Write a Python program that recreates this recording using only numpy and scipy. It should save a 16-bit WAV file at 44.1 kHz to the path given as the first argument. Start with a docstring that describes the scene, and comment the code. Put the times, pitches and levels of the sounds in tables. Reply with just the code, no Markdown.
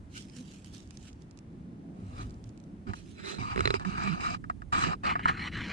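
"""Under a car, at arm's length, oil runs almost silently into a jug: a low murmur, light rustles and tiny ticks.
Then the hand shifts its grip on the camera: rough skin drags, sticks and slips on the case, whose modes shake
the two microphone ports mostly in opposite directions. A sleeve scrapes along as the camera is drawn back:
its fibres catch and let go. Bursts of friction make the strokes, kicks ring the case in taps and creaks,
tones waver where skin judders, and filtered noise makes the low bed, a faint hiss and a distant roar."""
import sys
import numpy as np
from scipy import signal
from scipy.fft import rfft, irfft, next_fast_len
from scipy.io import wavfile
from scipy.ndimage import uniform_filter1d, map_coordinates

SR = 44100
rng = np.random.default_rng(int(sys.argv[2]) if len(sys.argv) > 2 else 0)


def store_wav(level_fs):
    """Save 16-bit WAV to argv[1]."""
    pcm = np.round(np.clip(np.atleast_2d(level_fs), -1, 1) * 32767)
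    wavfile.write(sys.argv[1], SR, pcm.T.astype(np.int16))


N = 252374

# modes of the free camera case:
# (frequency [Hz], width [Hz], level [dB], left over right [dB], polarity of the right port [+1 or -1])
CASE_MODES = [(369, 55.5, 3.5, -9.5, -1), (753, 162, -1.5, 1, -1), (973, 86, -0.5, 0, -1),
              (1231, 90.5, 4.5, 0.5, -1), (1635, 343, -9.5, 5.5, -1), (1838, 300, -9.5, 1, 1),
              (2345, 89, -14, 7.5, -1), (2790, 430, -17, -1.5, 1), (3886, 68, -5.5, -2, 1),
              (4010, 290, -12.5, -4.5, 1), (4670, 230, -19.5, -17.5, 1), (4995, 140, -19.5, -18.5, -1),
              (6020, 380, -25.5, -11, -1), (6550, 500, -34.5, -6, -1), (7600, 640, -27, -12, 1),
              (9120, 550, -30, -7.5, 1)]
# modes of the same case under a pressing fingertip:
# (frequency [Hz], width [Hz], level [dB], left over right [dB], polarity of the right port [+1 or -1])
PRESSED_MODES = [(388, 46, -1.5, -10, -1), (900, 179, -16.5, 0.5, -1), (1260, 198, -10, -3.5, -1),
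                 (2050, 630, -22, 8, -1), (2483, 77, -16.5, -5, -1), (2940, 269, -37, -8, -1),
                 (4090, 97, -16.5, -4, 1), (5100, 190, -42, -14, -1), (5950, 156, -39, -6, 1),
                 (7900, 1100, -51.5, -10, -1)]


def fingers():
    """Skin drags over the case: pressure drives the low modes, fine roughness the high ones."""
    # finger strokes: (start [s], swell [s], ease [s], relative pressure [dB], hiss over pressure [dB])
    rubs = [(2.87, 0.033, 0.014, -48.5, -10), (3.385, 0.022, 0.14, -45.5, -4.5),
            (3.495, 0.025, 0.025, -42.5, -7), (3.567, 0.073, 0.065, -44.5, -7.5),
            (3.68, 0.013, 0.048, -47.5, -3.5), (3.742, 0.01, 0.014, -39, -4),
            (3.798, 0.005, 0.03, -46, -10.5), (3.85, 0.028, 0.46, -46, -6.5),
            (3.975, 0.071, 0.11, -40, -6.5), (4.205, 0.06, 0.085, -40.5, -4),
            (4.726, 0.0038, 0.1, -34, -5.5), (4.775, 0.065, 0.04, -31, -6.5),
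            (4.875, 0.011, 0.047, -34.5, -11.5), (5.037, 0.041, .01, -38, -9),
            (5.085, 0.012, 0.029, -34, -16), (5.155, 0.0066, 0.012, -42.5, -18),
            (5.194, 0.0059, 0.019, -44.5, -18), (5.275, 0.022, 0.017, -38.5, -13.5),
            (5.34, .13, .015, -54.5, -21)]
    # contour of a rub: (attack [s], swell [dB], ease [dB], release [s])
    rub_shape = (0.0044, 3.7, 5.35, 0.026)
    # light brushes: (start [s], swell [s], ease [s], relative pressure [dB], hiss over pressure [dB])
    brushes = [(.15, 0.023, 0.023, -61, 5), (1.97, 0.23, 0.18, -61.5, -8), (2.16, 0.054, 0.052, -50, -7.5)]
    # contour of a brush: (attack [s], swell [dB], ease [dB], release [s])
    brush_shape = (0.018, 10, 18.6, .04)
    # a fingertip slides up to the port: (start [s], swell [s], ease [s], relative peak [dB])
    slides = [(2.14, 0.072, 0.036, -60.5), (2.955, 0.016, 0.05, -61.5), (3.175, 0.025, 0.046, -52),
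              (3.245, 0.048, 0.085, -42)]
    # contour of a slide: (attack [s], swell [dB], ease [dB], release [s])
    slide_shape = (0.051, 8.7, 11.2, 0.021)
    # force spectrum of the fingertip: (frequency [Hz], level [dB])
    fingertip_force = [(200, -9.5), (420, -13), (750, -13.5), (1250, -17), (1600, -11.5), (2600, -9),
                       (3300, -7.5), (4100, -4), (6000, -2), (9000, -1), (13000, -5.5)]
    # force spectra of soft pressure and fine roughness: (frequency [Hz], level [dB])
    soft = [(150, 20.5), (370, -10.0), (750, 6.5), (1300, 5.5), (2600, -1.0), (3600, -13.5), (5500, -37.5)]
    fine = [(1200, -51.0), (2300, 8.5), (3800, -5.5), (8500, 0.0), (9700, -10.5), (15000, -34)]

    pressure, roughness = touch(rubs, rub_shape) + touch(brushes, brush_shape)
    press = rubbed(CASE_MODES, soft, rate=1500, clump_db=1.0, side_db=-17.5) * pressure
    hiss = rubbed(CASE_MODES, fine, rate=3200, clump_db=0.85, side_db=-4.5) * roughness
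    slide = rubbed(PRESSED_MODES, fingertip_force, rate=3000, clump_db=1.0, side_db=-9.0)
    slide = slide * strokes(slides, slide_shape)
    return amp(8.5) * press + amp(5) * hiss + amp(7.5) * slide


def slips():
    """Short releases of the sticking fingertip, and duller taps that skid a little longer."""
    # the fingertip sticks and lets go in a short creak: (time [s], relative level [dB], edge [dB])
    creak = [(3.5602, -27.5, -7), (3.5767, -24.5, -6), (3.5922, -25.5, -6), (3.6058, -23, -3),
             (3.6550, -20, 10), (3.6747, -21, 4.5), (3.7047, -21, 3), (3.7406, -20.5, -2)]
    # force spectrum of a release before its edge: (frequency [Hz], level [dB])
    release_force = [(60, -1), (420, 2), (750, -2.5), (1900, 1.5), (3000, -3.5), (4100, -4), (5200, 0),
                     (12000, -2.5)]
    # fingers tap the case: (time [s], relative level [dB], edge [dB])
    taps = [(2.934, -32, -16), (3.796, -37, -10), (3.849, -29, -18.5), (3.979, -27, -20),
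            (4.074, -26.5, -19), (4.197, -32, -26), (4.343, -32, -16), (4.4402, -38, -22.5),
            (4.498, -22.5, -23.5), (4.619, -38.5, -18.5), (4.7235, -33, -17), (5.1538, -21, -36),
            (5.192, -32, -29), (5.2555, -14, -29), (5.294, -18.5, -33)]

    out = np.zeros((2, N))
    for s, db, edge_db in creak:
        # the edge lifts or lowers the force around 4 kHz
        force = [(hz, level + edge_db * (3000 < hz < 5000)) for hz, level in release_force]
        ring = struck(PRESSED_MODES, force, skid=0.11, skid_t60=0.014)
        add(out, s, amp(db - 11.5) * ring)
    for s, db, edge_db in taps:
        contact = [(150, 11.0), (400, -20.5), (700, 1.5), (1250, 0.5), (1800, 4),
                   (4000, edge_db + 3), (8500, edge_db + 12.5), (14000, edge_db - 16)]
        ring = struck(CASE_MODES, contact, skid=0.11, skid_t60=0.035)
        add(out, s, amp(db - 13) * ring)
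    return out


def judders():
    """Slow judders move both ports together; quick squeaks bend the case and move them in opposition."""
    # skin judders: (start [s], length [s], mean rate [Hz], level [dB], left over right [dB])
    judder_rows = [(0.346, 0.1, 248, -41.5, -2), (1.97, 0.092, 185.8, -42.5, 0),
                   (1.99, 0.15, 97, -41.5, -1.5), (2.16, 0.13, 102.4, -40.5, -1.5),
                   (2.43, 0.11, 113.5, -41, -1), (2.852, 0.039, 254, -46, -14),
                   (2.866, 0.07, 95.3, -39, -18), (2.868, 0.047, 380.5, -46.5, -19.5),
                   (2.87, 0.057, 195, -40.5, -16), (3.383, 0.043, 123, -42, -16),
                   (3.41, 0.044, 204, -54, -20), (3.647, 0.079, 134.4, -39, -15),
                   (3.849, 0.059, 184.7, -35.5, -24.5), (3.931, 0.028, 200, -49, -26),
                   (4.032, 0.083, 198.5, -39, -27.5), (4.08, 0.082, 167.3, -37, -26),
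                   (4.868, 0.039, 177.6, -34.5, -12)]
    # thin squeaks of skin: (start [s], length [s], mean rate [Hz], mean level [dB], left over right [dB])
    squeak_rows = [(0.146, 0.056, 1510, -49, 0.5), (3.265, 0.08, 1500, -53, 3)]
    slow = stick_slip(judder_rows, unsteady=0.044, overtone=0.12)
    quick = stick_slip(squeak_rows, unsteady=0.012, overtone=0.1) * amp(2.5 * wobble(110))
    return slow + quick * [[1], [-1]]


def sleeve():
    """Cloth scrapes in strokes, nearly alike at both ports."""
    # sleeve strokes: (start [s], swell [s], ease [s], relative peak [dB])
    scrapes = [(5.046, .02, .02, -38.5), (5.075, 0.023, 0.036, -32.5), (5.192, 0.0033, 0.013, -44),
               (5.235, 0.029, 0.0069, -38.5), (5.279, 0.0063, 0.023, -29.5), (5.32, 0.0063, 0.11, -45),
               (5.375, 0.11, 0.0035, -35.5), (5.524, 0.05, 0.18, -36.5), (5.63, 0.091, 0.054, -36)]
    # contour of a scrape: (attack [s], swell [dB], ease [dB], release [s])
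    scrape_shape = (0.017, 7.5, 9.3, 0.029)
    # spectrum of the scraping cloth: (frequency [Hz], level [dB])
    scrape_spectrum = [(400, -17), (700, -14.5), (1300, -8), (1900, -1), (2350, -2.5), (2700, -11.5),
                       (2930, -4.5), (3250, -11.5), (3750, -19.5), (4080, -9.5), (4500, -19.5),
                       (5000, -29.5), (6000, -27), (6450, -33), (7500, -31.5), (10000, -43), (15000, -42)]
    scrape = cloth(scrape_spectrum, rate=2800, clump_db=1.0, side_db=-44, hiss=0.87)
    return amp(0.93) * scrape * strokes(scrapes, scrape_shape)


def rustle():
    """The hand that holds the jug rustles lightly: sparse, wide friction, stronger at the right port."""
    # rustles: (start [s], swell [s], ease [s], relative peak [dB])
    rustles = [(.148, 0.03, 0.08, -44.5), (.325, 0.051, 0.12, -53), (.41, 0.11, 0.19, -56),
               (.63, 0.021, 0.18, -58.5), (.725, 0.016, 0.14, -52.5), (.86, 0.086, 0.13, -63),
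               (.975, 0.11, 0.042, -57), (1.19, 0.034, 0.031, -67), (1.97, 0.13, 0.26, -67),
               (2.15, 0.068, 0.08, -56.5), (2.43, 0.039, 0.096, -70), (2.945, 0.013, 0.15, -55.5),
               (3.02, 0.083, 0.15, -59.5), (3.25, 0.043, 0.09, -49)]
    # contour of a rustle: (attack [s], swell [dB], ease [dB], release [s])
    rustle_shape = (0.054, 9.9, 18.6, 0.34)
    # spectrum of the crinkling: (frequency [Hz], level [dB])
    crinkle_spectrum = [(600, -60), (1300, -9.5), (2000, -7.5), (3000, 0), (4500, -4), (7200, -5.5),
                        (9500, -12), (15000, -10)]
    crinkle = cloth(crinkle_spectrum, rate=900, clump_db=1.2, side_db=-1, hiss=0.8)
    return amp(2.0) * pan(-5.0) * crinkle * strokes(rustles, rustle_shape)


def ticks():
    """Bright ticks of a few milliseconds: decaying noise bursts, stronger at the right port."""
    # tiny ticks: (time [s], relative level [dB])
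    tick_rows = [(0.178, -37), (0.223, -43), (0.298, -43), (0.366, -40.5), (0.645, -41), (0.748, -39),
                 (0.781, -42.5), (0.804, -44), (0.875, -49), (0.908, -39), (0.972, -38), (1.027, -44.5),
                 (1.058, -62), (1.13, -48.5), (1.221, -50), (1.311, -47), (1.374, -44.5), (1.389, -44),
                 (2.2967, -51), (2.307, -47), (2.342, -53.5), (2.441, -44), (2.492, -49), (2.576, -49),
                 (2.601, -51), (2.639, -52.5)]
    # spectrum of a tick: (frequency [Hz], level [dB])
    tick_spectrum = [(1500, -13), (3500, -8.5), (5500, -3.5), (7700, -8), (9500, -19.5), (15000, -30)]
    out, t = np.zeros((2, N)), np.arange(SR // 30) / SR
    for s, db in tick_rows:
        noise = spread(*rng.standard_normal((2, len(t))), side_db=3)
        snap = noise * amp(-60 * t / 0.012)  # falls 60 dB in 12 ms
        add(out, s, amp(db - 21.5) * unit(filtered(snap, colour(tick_spectrum))))
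    return out * pan(-10.5)


def roar():
    """A dull, uneven swell from far away: low-filtered noise whose level wavers."""
    # the roar swells and fades: (start [s], swell [s], ease [s], relative peak [dB])
    swells = [(1.495, 0.45, 0.75, -58.5)]
    # its contour: (attack [s], swell [dB], ease [dB], release [s])
    roar_shape = (0.18, 15, 8.3, 0.27)
    # its spectrum: (frequency [Hz], level [dB])
    dull_spectrum = [(200, -12.5), (340, 2), (520, -3), (750, -3.5), (1100, -30), (2000, -38)]
    pair = widened(*rng.standard_normal((2, N)), side_db=-1.0)
    pair = unit(filtered(pair, colour(dull_spectrum)))
    return pair * strokes(swells, roar_shape) * amp(1.1 * wobble(12.05))


def background():
    """Rumble and murmur swell as the hand shifts and lean with the palm's grip, over a faint hiss."""
    # bass before offsets and wavering: (time [s], rumble level [dB], murmur level [dB])
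    low_levels = [(0.0, -51, -49.5), (0.51, -64, -48.5), (0.73, -57, -50), (1.45, -55.5, -50.5),
                  (1.91, -59.5, -45), (2.2, -50, -49.5), (2.55, -55.5, -47.5), (2.88, -53, -52),
                  (3.22, -57.5, -51.5), (3.43, -62, -58), (3.58, -41.5, -53.5), (4.01, -51, -43.5),
                  (4.41, -55, -50.5), (4.7, -52.5, -54), (4.89, -51, -46.5), (5.72, -50, -41.5)]
    # spectrum of the rumble: (frequency [Hz], level [dB])
    rumble_spectrum = [(15, -30), (35, 0), (60, 4), (115, 4.5), (160, -14), (300, -47.5)]
    # spectrum of the murmur: (frequency [Hz], level [dB])
    murmur_spectrum = [(80, -31.5), (130, -6), (185, -1), (235, -5.5), (290, -7.5), (380, -15.5),
                       (500, -30.5), (900, -83)]
    # spectrum of the faint background hiss: (frequency [Hz], level [dB])
    hiss_spectrum = [(200, -15), (400, -8), (700, -13), (1100, -20), (1900, -24), (3000, -29), (4000, -32),
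                     (8000, -42.5), (9600, -39.5), (11000, -47), (15000, -47)]
    # the palm presses near the right port: (time [s], bass at the right port over the left [dB])
    grip = [(0, 1), (2.78, 0.5), (2.88, 4), (3.3, 7), (4.3, 8), (4.9, 6), (5.1, -1.5), (5.72, -2.5)]
    # the hand shifts its weight: (start [s], swell [s], ease [s], rumble [dB], murmur over rumble [dB])
    shifts = [(1.98, 0.037, 0.17, -48.5, -2), (2.12, 0.14, 0.078, -47, -2), (2.865, 0.035, 0.077, -44, 2),
              (3.382, 0.018, 0.17, -40, -5.5), (3.55, 0.042, 0.11, -42.5, 2), (4.729, 0.016, 0.091, -43, 5),
              (4.82, 0.065, 0.021, -48, 6.5)]
    # contour of a shift: (attack [s], swell [dB], ease [dB], release [s])
    shift_shape = (0.012, 3, 9.7, .05)
    rumble_db, murmur_db, hiss_db = 4.5, 1.13, -62  # offsets of the two bass curves; unmuffled hiss level
    shade = 0.36  # the palm also muffles the hiss: dB lost per dB of grip toward the right

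    def bass(spectrum, side_db):
        """Stereo noise of a given spectrum and width."""
        pair = spread(*rng.standard_normal((2, N)), side_db)
        return unit(filtered(pair, colour(spectrum)))

    grip_db = curve(grip)
    shake, drag = touch(shifts, shift_shape)
    rumble_gain = np.hypot(amp(curve(low_levels, axis=1) + rumble_db), shake)
    murmur_gain = np.hypot(amp(curve(low_levels, axis=2) + murmur_db), drag)
    rumble = rumble_gain * bass(rumble_spectrum, side_db=-16.0 + 1.0 * grip_db)
    murmur = murmur_gain * bass(murmur_spectrum, side_db=-17.0 + 2.14 * grip_db)
    low = rumble * amp(1.84 * wobble(4.985)) + murmur * amp(1.93 * wobble(8))
    hiss = unit(filtered(widened(*rng.standard_normal((2, N)), side_db=0), colour(hiss_spectrum)))
    hiss_gain = amp(hiss_db - shade * np.maximum(grip_db, 0))
    return low * pan(-grip_db) + hiss_gain * hiss


def case(f, modes, lag_s=65e-6):
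    """Response of the two ports to a force on the case; the bending reaches the left one a little later."""
    ports = 0
    for k, (hz, width, db, lean_db, polarity) in enumerate(modes):
        resonance = 1j * f * width / (hz * hz - f * f + 1j * f * width)
        mode = (-1) ** k * amp(db) * resonance  # neighbouring modes alternate in sign
        ports = ports + mode * pan(lean_db) * [[1], [np.sign(polarity)]]
    rebound = echoes(f, [(0.0008, -13)])  # the wave returns from the far edge of the case
    return ports * rebound * np.exp(-2j * np.pi * f * lag_s * np.array([[1], [0]]))


def rubbed(modes, force, rate, clump_db, side_db):
    """Friction with a given force spectrum on the case; each port also hears its own patch of skin."""
    pair = spread(friction(rate, clump_db), friction(rate, clump_db), side_db)
    return unit(filtered(pair, lambda f: case(f, modes) * colour(force)(f)))


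def struck(modes, force, skid, skid_t60):
    """The case rings after one kick and a short skid, of a given force spectrum."""
    t = np.arange(SR // 12) / SR
    push = skid * rng.standard_normal(len(t)) * amp(-60 * t / skid_t60)
    push[0] = 1
    kick = signal.fftconvolve(push, causal(force))[:len(t)]
    kick = np.pad(kick, (SR // 2000, 0))  # half a millisecond of silence ahead
    return unit(filtered(kick, lambda f: case(f, modes)))


def stick_slip(rows, unsteady, overtone):
    """Skin that sticks and slips at an unsteady rate gives short, wavering tones."""
    out, drift = np.zeros((2, N)), wobble(60)
    for s, length, hz, db, lean_db in rows:
        n = int(length * SR)
        rate_hz = hz * (1 + unsteady * drift[round(s * SR):][:n])
        phase = 2 * np.pi * np.cumsum(rate_hz) / SR
        tone = np.sin(phase) + overtone * np.sin(2 * phase)
        add(out, s, amp(db) * pan(lean_db) * signal.windows.tukey(n, 0.7) * tone)
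    return out


def cloth(spectrum, rate, clump_db, side_db, hiss):
    """Fibres catch and let go, heard through the air between floor and car."""
    # echoes from the floor and the underbody: (delay [s], level [dB])
    walls = [(0.0023, -27), (0.0061, -12.5), (0.0131, -17.5)]
    pair = widened(friction(rate, clump_db, hiss), friction(rate, clump_db, hiss), side_db)
    return unit(filtered(pair, lambda f: colour(spectrum)(f) * echoes(f, walls)))


def friction(rate, clump_db, hiss=1.0):
    """Tiny catches of a rough surface, rate a second, in clumps, over a smooth hiss."""
    catches = (rng.random(N) < rate / SR) * rng.standard_normal(N)
    grain = unit(catches) + hiss * rng.standard_normal(N)
    return unit(patches(grain * amp(clump_db * wobble(130)), depth_db=3.5))


def patches(x, depth_db):
    """The colour shifts as the point of contact wanders: random gains some 400 Hz wide and 60 ms long."""
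    z = signal.stft(x, nperseg=512)[2]
    field = uniform_filter1d(rng.standard_normal(z.shape), size=5, axis=0)  # across frequency
    field = uniform_filter1d(field, size=11, axis=1)  # across time
    return signal.istft(z * amp(depth_db * unit(field)), nperseg=512)[1][..., :N]


def strokes(rows, shape):
    """Gain of (start, swell, ease, dB) strokes: each catches, swells to its peak, eases and lets go."""
    edge_db = 20.5  # climb in the attack and drop in the release
    attack_s, swell_db, ease_db, release_s = shape
    t, gain = np.arange(N) / SR, np.zeros(N)
    for s, swell_s, ease_s, db in rows:
        # the attack ends at the listed start
        knots = s - attack_s + np.cumsum(np.abs([0, attack_s, swell_s, ease_s, release_s]))
        below_db = [swell_db + edge_db, swell_db, 0, ease_db, ease_db + edge_db]
        on = slice(*np.searchsorted(t, knots[[0, -1]]))
        stroke = amp(db - np.interp(t[on], knots, below_db))
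        gain[on] = np.maximum(gain[on], stroke)
    return gain


def touch(rows, shape):
    """Gains of the deeper and the brighter layer of each stroke; both share its shape."""
    deep = [(s, swell, ease, db) for s, swell, ease, db, over_db in rows]
    bright = [(s, swell, ease, db + over_db) for s, swell, ease, db, over_db in rows]
    return np.array([strokes(deep, shape), strokes(bright, shape)])


def widened(a, b, side_db):
    """A stereo pair whose width changes with frequency, as the camera's stereo processing shapes it."""
    # stereo width: (frequency [Hz], opposed part over shared, before side_db [dB])
    stereo_width = [(400, -5.5), (800, 3), (1600, 3), (2400, 0.5), (4200, -4), (5500, 2.5), (9000, 3.5)]
    return spread(a, filtered(b, colour(stereo_width)), side_db)


def echoes(f, rows):
    """Response of a direct sound plus (delay [s], level [dB]) copies."""
    return 1 + sum(amp(db) * np.exp(-2j * np.pi * f * delay) for delay, db in rows)


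def causal(points, size=4096):
    """Impulse response with a given spectrum and its energy at the start (minimum phase)."""
    cepstrum = irfft(np.log(colour(points)(np.fft.rfftfreq(size, 1 / SR))))
    cepstrum[1:size // 2] *= 2
    cepstrum[size // 2 + 1:] = 0
    return irfft(np.exp(rfft(cepstrum)))


def amp(db):
    """Decibels to gain."""
    return 10 ** (np.asarray(db) / 20)


def unit(x):
    """Scale to rms 1."""
    return x / np.sqrt(np.mean(x ** 2) + 1e-20)


def colour(points):
    """Gain against frequency through (frequency [Hz], level [dB]) points on a log axis."""
    f, db = np.transpose(points)
    return lambda hz: amp(np.interp(np.log(hz + 1), np.log(f + 1), db))


def curve(rows, axis=1):
    """One column of a table, per sample."""
    rows = np.asarray(rows)
    return np.interp(np.arange(N) / SR, rows[:, 0], rows[:, axis])


def wobble(rate):
    """A smooth random curve, rate knots a second."""
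    knots = rng.standard_normal(int(N * rate / SR) + 4)
    return map_coordinates(knots, [np.arange(N) * rate / SR])


def filtered(x, response):
    """x times a complex response of frequency."""
    n = x.shape[-1]
    m = next_fast_len(n + 8192)  # room for the tail
    return irfft(rfft(x, m) * response(np.fft.rfftfreq(m, 1 / SR)), m)[..., :n]


def pan(db):
    """Left and right gains for a left-right difference."""
    return amp(np.array([[0.5], [-0.5]]) * db)


def spread(a, b, side_db):
    """A stereo pair from a shared and an opposed signal."""
    opposed = amp(side_db) * b
    return np.array([a + opposed, a - opposed])


def add(track, s, sound):
    """Mix a short sound in at time s."""
    part = track[..., round(s * SR):][..., :sound.shape[-1]]
    part += sound[..., :part.shape[-1]]


def scene():
    """Handling on the case, cloth and ticks through the air, the distant roar and the background."""
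    handling = fingers() + slips() + judders()
    through_air = sleeve() + rustle() + ticks()
    return handling + through_air + roar() + background()


def record(dry):
    """The camera dulls the top octave and keeps nothing above its band limit."""
    # loss of the treble: (frequency [Hz], level [dB])
    treble = [(9700, -0.5), (10400, -11), (15000, -26)]
    top_hz = 15000
    return filtered(dry, lambda hz: colour(treble)(hz) * (hz < top_hz))


dry = scene()
out = record(dry)
store_wav(out)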